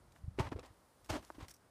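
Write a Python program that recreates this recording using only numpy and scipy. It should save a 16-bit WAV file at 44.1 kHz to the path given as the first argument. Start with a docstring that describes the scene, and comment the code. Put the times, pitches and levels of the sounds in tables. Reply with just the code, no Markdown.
"""Two slow steps on packed snow, outdoors in quiet air, close to a hand-held microphone.
Clothing brushes, then the first heel lands with a thud and a crunch at 0.4 s; the sole rolls on
and the snow gives way in small slips. The second heel lands at 1.1 s, the snow groans under the
full weight and a crust of ice snaps. Last, near 1.5 s, something small and hard on the clothing,
perhaps a zip pull, rattles. Low handling rumble swells with each step."""
import sys
import numpy as np
from scipy import signal
from scipy.io import wavfile

SR = 44100
rng = np.random.default_rng(int(sys.argv[2]) if len(sys.argv) > 2 else 0)


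def bounce(signal):
    """Save signal as a 16-bit WAV file at the path given by the first command-line argument."""
    frames = np.transpose(np.atleast_2d(signal))
    limited = np.clip(frames, -1, 1)
    pcm = np.round(limited * 32767).astype(np.int16)
    wavfile.write(sys.argv[1], SR, pcm)


N = 74970
T = np.arange(N) / SR

# Snow crushed under the boot: (start [s], rise [s], hold [s], 20 dB fall [s], level [dB],
# extra body [dB], extra treble [dB], hollow resonance [Hz])
SNOW_CRUNCHES = [ (.376, 0.0038, 0.0064, 0.0411, -60, 3, 1, 900),
                 (.383, .014, .006, .028, -36, 1.5, -.5, 900), (.412, 0.0104, .036, 0.04, -48, -2, -5, 900),
                 (.459, .010, .010, .016, -47, -3, -6, 900), (.510, .009, .011, .016, -46, 4.5, -7, 900),
                 (.557, .005, 0.01, .022, -57.5, 6.5, -4, 520),
                 (0.586, 0.0028, 0.0079, .030, -55, 4, -4, 650),
                 (0.623, 0.00815, .007, .080, -55, 0, -1, 1900),
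                 (1.085, .015, 0.00487, .034, -38.5, -3, 6, 630),
                 (1.112, .016, .036, .040, -44, 5.5, 3.5, 620),
                 (1.223, 0.0037, 0.0063, .036, -60, 1, 0, 700), (1.340, .008, .006, .034, -62, 1, 0, 700),
                 (1.381, .006, .010, .016, -62, 3, 1, 330), (1.396, .009, .007, .032, -51, -4, -1, 1550),
                 (1.418, 0.00593, 0.0233, .028, -57, 1, 3, 1900)]
# Tone of the crushed snow: (frequency [Hz], level [dB])
SNOW_SPECTRUM = [(30, -31), (100, -11), (195, -10), (265, 4), (340, 1), (480, -3), (630, -1), (800, -3),
                 (1050, -2), (1500, -8.5), (2200, -10.5), (3500, -15.5), (5500, -20), (9000, -27),
                 (15000, -38.5)]
# Thuds of the boots and the walker's weight: (time [s], pitch [Hz], level [dB])
BOOT_THUDS = [(.2365, 76, -38.5), (.2778, 100, -33.5), (.3998, 108, -24.5), (.521, 120, -40),
              (.5525, 86, -35.5), (.703, 85, -52), (1.1022, 92, -32), (1.4238, 96, -43)]
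# The packed layer gives way with a hollow knock: (time [s], pitch [Hz], level [dB], t60 [s])
SLIP_KNOCKS = [(0.386, 380, -25, 0.0246), (0.3933, 330, -27.5, .026), (.3975, 900, -36, .12),
               (0.5213, 274.2, -31, .05), (0.5604, 403, -38, 0.032), (.5888, 487, -37, 0.0263),
               (1.1022, 627, -29, .035), (1.3825, 294.2, -42, .05)]
# Snow sticks and slips under full weight: (start [s], rise [s], hold [s], 20 dB fall [s], level [dB])
GROAN_STROKE = (1.130, .010, .026, .034, -44)
# A crust of ice snaps: (time [s], peak [dB])
CRUST_SNAPS = [(1.3025, -33.5), (1.3058, -43)]
# Tone of the snapping crust: (frequency [Hz], level [dB])
SNAP_SPECTRUM = [(40, -50), (120, -32), (220, -12), (330, 1.5), (450, -5.5), (640, 1.5), (950, 1.5),
                 (1600, -5.5), (2400, -24), (5000, -34.5), (15000, -52.5)]
# Single brittle crystals break: (time [s], peak [dB], band centre [Hz])
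CRYSTAL_CRACKS = [(.121, -59, 3400), (.1615, -52, 1400), (.3891, -32, 2000), (0.4891, -52, 3000),
                  (.5940, -46.5, 4200), (.661, -57, 5000), (1.046, -54, 5000), (1.2485, -49, 6200),
                  (1.483, -49, 2300)]
# Hits of the small hard object on the clothing: (time [s], level [dB])
RATTLE_CLINKS = [(1.4828, -43), (1.4954, -48), (1.5067, -48), (1.5116, -43), (1.5393, -47), (1.5438, -52),
                 (1.556, -59), (1.565, -58)]
# Its ringing modes: (frequency [Hz], level [dB], t60 [s])
RATTLE_MODES = [(2340, -11, .016), (4885, -6, 0.023), (5516, 1, 0.029), (5890, -1, 0.0334),
                (6217, -5, 0.029), (7970, -5, .04), (8990, -5, .035), (9540, -9, .03), (12140, -12, .02)]
# Tone of its contact tick: (frequency [Hz], level [dB])
TICK_SPECTRUM = [(200, -25.5), (1500, -10.5), (4000, -7.5), (6000, 1.5), (10000, -1.5), (15000, -6)]
# Clothing brushes: (start [s], rise [s], hold [s], 20 dB fall [s], level [dB])
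CLOTH_BRUSHES = [(.116, 0.0047, .006, 0.01, -72), (.142, 0.0121, .012, 0.0542, -70),
                 (.645, .012, 0.0081, 0.03, -68), (1.043, 0.0021, 0.0178, .04, -66.5),
                 (1.19, 0.0404, 0.0465, 0.18, -67), (1.481, 0.00336, .028, 0.0265, -65)]
# Tone of the rubbing fabric: (frequency [Hz], level [dB])
CLOTH_SPECTRUM = [(100, -10.5), (700, 0), (1700, -1), (3000, -6), (5500, -5), (9000, -7), (15000, -14)]
# Swell of the handling rumble at the microphone: (time [s], level [dB])
RUMBLE_CURVE = [(0, -64), (.18, -68), (.22, -56.5), (.31, -55), (.37, -62), (.42, -46.5), (.50, -48),
                (.57, -53), (.61, -63), (.76, -77), (1.0, -80), (1.035, -66), (1.075, -74), (1.12, -48),
                (1.21, -63), (1.28, -72), (1.38, -66), (1.435, -55), (1.47, -64), (1.56, -73), (1.7, -78)]
# Tone of that rumble: (frequency [Hz], level [dB])
RUMBLE_SPECTRUM = [(15, -50), (28, -30), (40, -10), (55, 3), (85, -2), (135, -9), (195, -14), (300, -32),
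                   (500, -45.5), (2000, -78)]
# Tone of the open air: (frequency [Hz], level [dB])
AIR_SPECTRUM = [(25, -16), (70, -2), (170, -1), (260, 0), (400, -1), (700, -2.5), (1100, -4), (1600, -9),
                (2500, -17.5), (3600, -18.5), (5000, -18), (7000, -21.5), (9500, -18), (12000, -25),
                (15000, -30)]
# Swell of the faint high hiss: (time [s], level [dB])
HISS_CURVE = [(0, -86), (.33, -94), (.7, -83), (1.0, -79), (1.4, -78), (1.7, -90)]
# Tone of that hiss: (frequency [Hz], level [dB])
HISS_SPECTRUM = [(500, -22), (2500, -5), (5000, 0.5), (7000, -2), (9500, 2), (15000, -5)]

BODY_HZ, TREBLE_HZ = 565, 3060  # shelf corners
CLUMP_DB, HOLLOW_DB, HOLLOW_WIDTH_HZ = 1.4, 7, 36
THUD_RISE_CYCLES, KNOCK_RISE_S = .55, .000406
GROAN_HZ, GROAN_SAG_HZ_PER_S, GROAN_JITTER, GROAN_DB_PER_OCTAVE = 325, 1200, .09, -9
CRACK_WIDTH_OCTAVES = 1.4
TICK_GAIN_DB, RING_GAIN_DB = -10, -13
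AIR_DB, BAND_LIMIT_HZ = -70, 15480


def crunches():
    """Clumps of snow grains break under the sole, muffled by the boot and the snow around."""
    out = np.zeros(N)
    for start, rise, hold, fall, db, body_db, treble_db, hollow_hz in SNOW_CRUNCHES:
        breaking = grains(per_s=6500, spread_db=2.4, hiss_db=-4)
        clumps = unit(breaking * amp(CLUMP_DB * drift(step_s=.003)))
        crunch = colour(clumps * stroke(start, rise, hold, fall), SNOW_SPECTRUM, body_db, treble_db)
        out += amp(db) * hollow(crunch, hollow_hz)
    return out


def hollow(crunch, hz):
    """The pocket under the sole lifts one narrow band."""
    b, a = signal.iirpeak(hz, hz / HOLLOW_WIDTH_HZ, SR)
    return crunch + (amp(HOLLOW_DB) - 1) * signal.lfilter(b, a, crunch)


def thuds():
    """The walker's weight comes down in soft, heavily damped pushes."""
    out = np.zeros(N)
    for start, hz, db in BOOT_THUDS:
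        cycles = hz * T[:SR // 8]
        progress = cycles / THUD_RISE_CYCLES
        push = (progress * np.exp(1 - progress)) ** 2
        add(out, start, -amp(db) * push * np.sin(2 * np.pi * cycles))
    return out


def knocks():
    """Each slip of the packed layer rings the sole briefly."""
    out, t = np.zeros(N), T[:SR // 8]
    attack = 1 - np.exp(-t / KNOCK_RISE_S)
    for start, hz, db, t60 in SLIP_KNOCKS:
        add(out, start, -amp(db) * attack * decay(t, t60) * np.sin(2 * np.pi * hz * t))
    return out


def groan():
    """Quick, uneven slips fuse into a short groan that sinks as the snow packs."""
    start, rise, hold, fall, db = GROAN_STROKE
    sag_hz = GROAN_SAG_HZ_PER_S * np.clip(T - start, 0, rise + hold + fall)
    hz = (GROAN_HZ - sag_hz) * (1 + GROAN_JITTER * drift(step_s=.004))
    phase = 2 * np.pi * np.cumsum(hz) / SR
    slips = sum(amp(GROAN_DB_PER_OCTAVE * np.log2(k)) * np.sin(k * phase) for k in range(1, 6))
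    flutter = amp(2.5 * drift(step_s=.005))
    return amp(db) * stroke(start, rise, hold, fall) * unit(slips * flutter)


def ice():
    """The crust breaks with dull snaps, single crystals with bright cracks."""
    out, snap = np.zeros(N), response(SNAP_SPECTRUM)
    for start, db in CRUST_SNAPS:
        add(out, start, amp(db) * snap / abs(snap).max())
    for start, db, hz in CRYSTAL_CRACKS:
        band_hz = hz * 2 ** (CRACK_WIDTH_OCTAVES * np.array([-.5, .5]))
        crack = signal.lfilter(*signal.butter(2, band_hz, "band", fs=SR), burst(t60=.014))
        add(out, start, amp(db) * crack / abs(crack).max())
    return out


def rattle():
    """A small hard object on the clothing clinks: each hit is a bright tick and a short high ring."""
    out = np.zeros(N)
    for start, db in RATTLE_CLINKS:
        tick = colour(burst(t60=.026), TICK_SPECTRUM)
        t = T[:len(tick)]
        ring = sum(amp(mode_db) * decay(t, t60) * np.sin(2 * np.pi * (hz * t + rng.random()))
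                   for hz, mode_db, t60 in RATTLE_MODES)
        add(out, start, amp(db) * (amp(TICK_GAIN_DB) * tick + amp(RING_GAIN_DB) * ring))
    return out


def clothing():
    """Fabric rubs in short, faint, grainy strokes."""
    pressure = sum(amp(db) * stroke(*timing) for *timing, db in CLOTH_BRUSHES)
    return colour(pressure * grains(per_s=1500, spread_db=4.5, hiss_db=-3.5), CLOTH_SPECTRUM)


def background():
    """Quiet outdoor air, a faint high hiss and handling rumble on the carried microphone."""
    air = noise(AIR_SPECTRUM)
    hiss = noise(HISS_SPECTRUM) * level(HISS_CURVE)
    rumble = noise(RUMBLE_SPECTRUM) * level(RUMBLE_CURVE)
    return air * amp(AIR_DB + .5 * drift(step_s=.0822)) + hiss + rumble


def amp(db):
    """Decibels to gain."""
    return 10 ** (np.asarray(db) / 20)


def unit(x):
    """Scales to rms 1."""
    return x / np.sqrt(np.mean(x ** 2) + 1e-20)


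def add(mix, start, sound):
    """Mixes a sound in at a time in seconds."""
    part = mix[max(round(start * SR), 0):][:len(sound)]
    part += sound[:len(part)]


def response(spectrum, body_db=0, treble_db=0, size=4096):
    """Causal impulse response of a spectrum, of energy 1 before its body and treble shelves."""
    hz = abs(np.fft.fftfreq(size, 1 / SR))
    points_hz, points_db = np.transpose(spectrum)
    curve_db = np.interp(np.log(hz + 1), np.log(points_hz), points_db)
    shelves_db = body_db / (1 + (hz / BODY_HZ) ** 4) + treble_db * (1 - 1 / (1 + (hz / TREBLE_HZ) ** 3))
    gain = unit(amp(curve_db)) * amp(shelves_db)
    return np.fft.ifft(np.exp(np.conj(signal.hilbert(np.log(gain))))).real  # minimum phase


def colour(x, spectrum, body_db=0, treble_db=0):
    """Filters a sound through a spectrum."""
    return signal.fftconvolve(x, response(spectrum, body_db, treble_db))[:len(x)]


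def noise(spectrum):
    """Steady coloured noise of rms 1."""
    return unit(colour(rng.standard_normal(N), spectrum))


def level(curve):
    """Gain that follows a curve of decibels in time."""
    return amp(np.interp(T, *np.transpose(curve)))


def stroke(start, rise, hold, fall):
    """Pressure that rises, holds, then loses 20 dB every `fall` seconds."""
    t = T - start
    return np.clip(t / rise, 0, 1) ** 2 * amp(-20 * np.maximum(t - rise - hold, 0) / fall)


def decay(t, t60):
    """Gain that loses 60 dB in t60 seconds."""
    return amp(-60 * t / t60)


def drift(step_s):
    """Glides to a new random value at each step."""
    return np.interp(T / step_s, np.arange(N), rng.standard_normal(N))


def grains(per_s, spread_db, hiss_db):
    """Clicks of unequal size over a bed of fine hiss."""
    size = amp(spread_db * np.minimum(rng.exponential(1, N), 4))
    clicks = size * rng.choice([-1, 1], N) * (rng.random(N) < per_s / SR)
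    return unit(unit(clicks) + amp(hiss_db) * rng.standard_normal(N))


def burst(t60, size=4096):
    """A short dying puff of noise."""
    return rng.standard_normal(size) * decay(T[:size], t60)


def scene():
    """Everything reaches one microphone, with no echo from the snow; both channels are alike."""
    mono = crunches() + thuds() + knocks() + ice() + clothing() + rattle() + background() + groan()
    return np.array([mono, mono])


def record(dry):
    """The recorder's band limit cuts the highest treble."""
    lowpass = signal.firwin(511, BAND_LIMIT_HZ, window=("kaiser", 8), fs=SR)
    return signal.oaconvolve(dry, lowpass[None], "same")


dry = scene()
out = record(dry)
bounce(out)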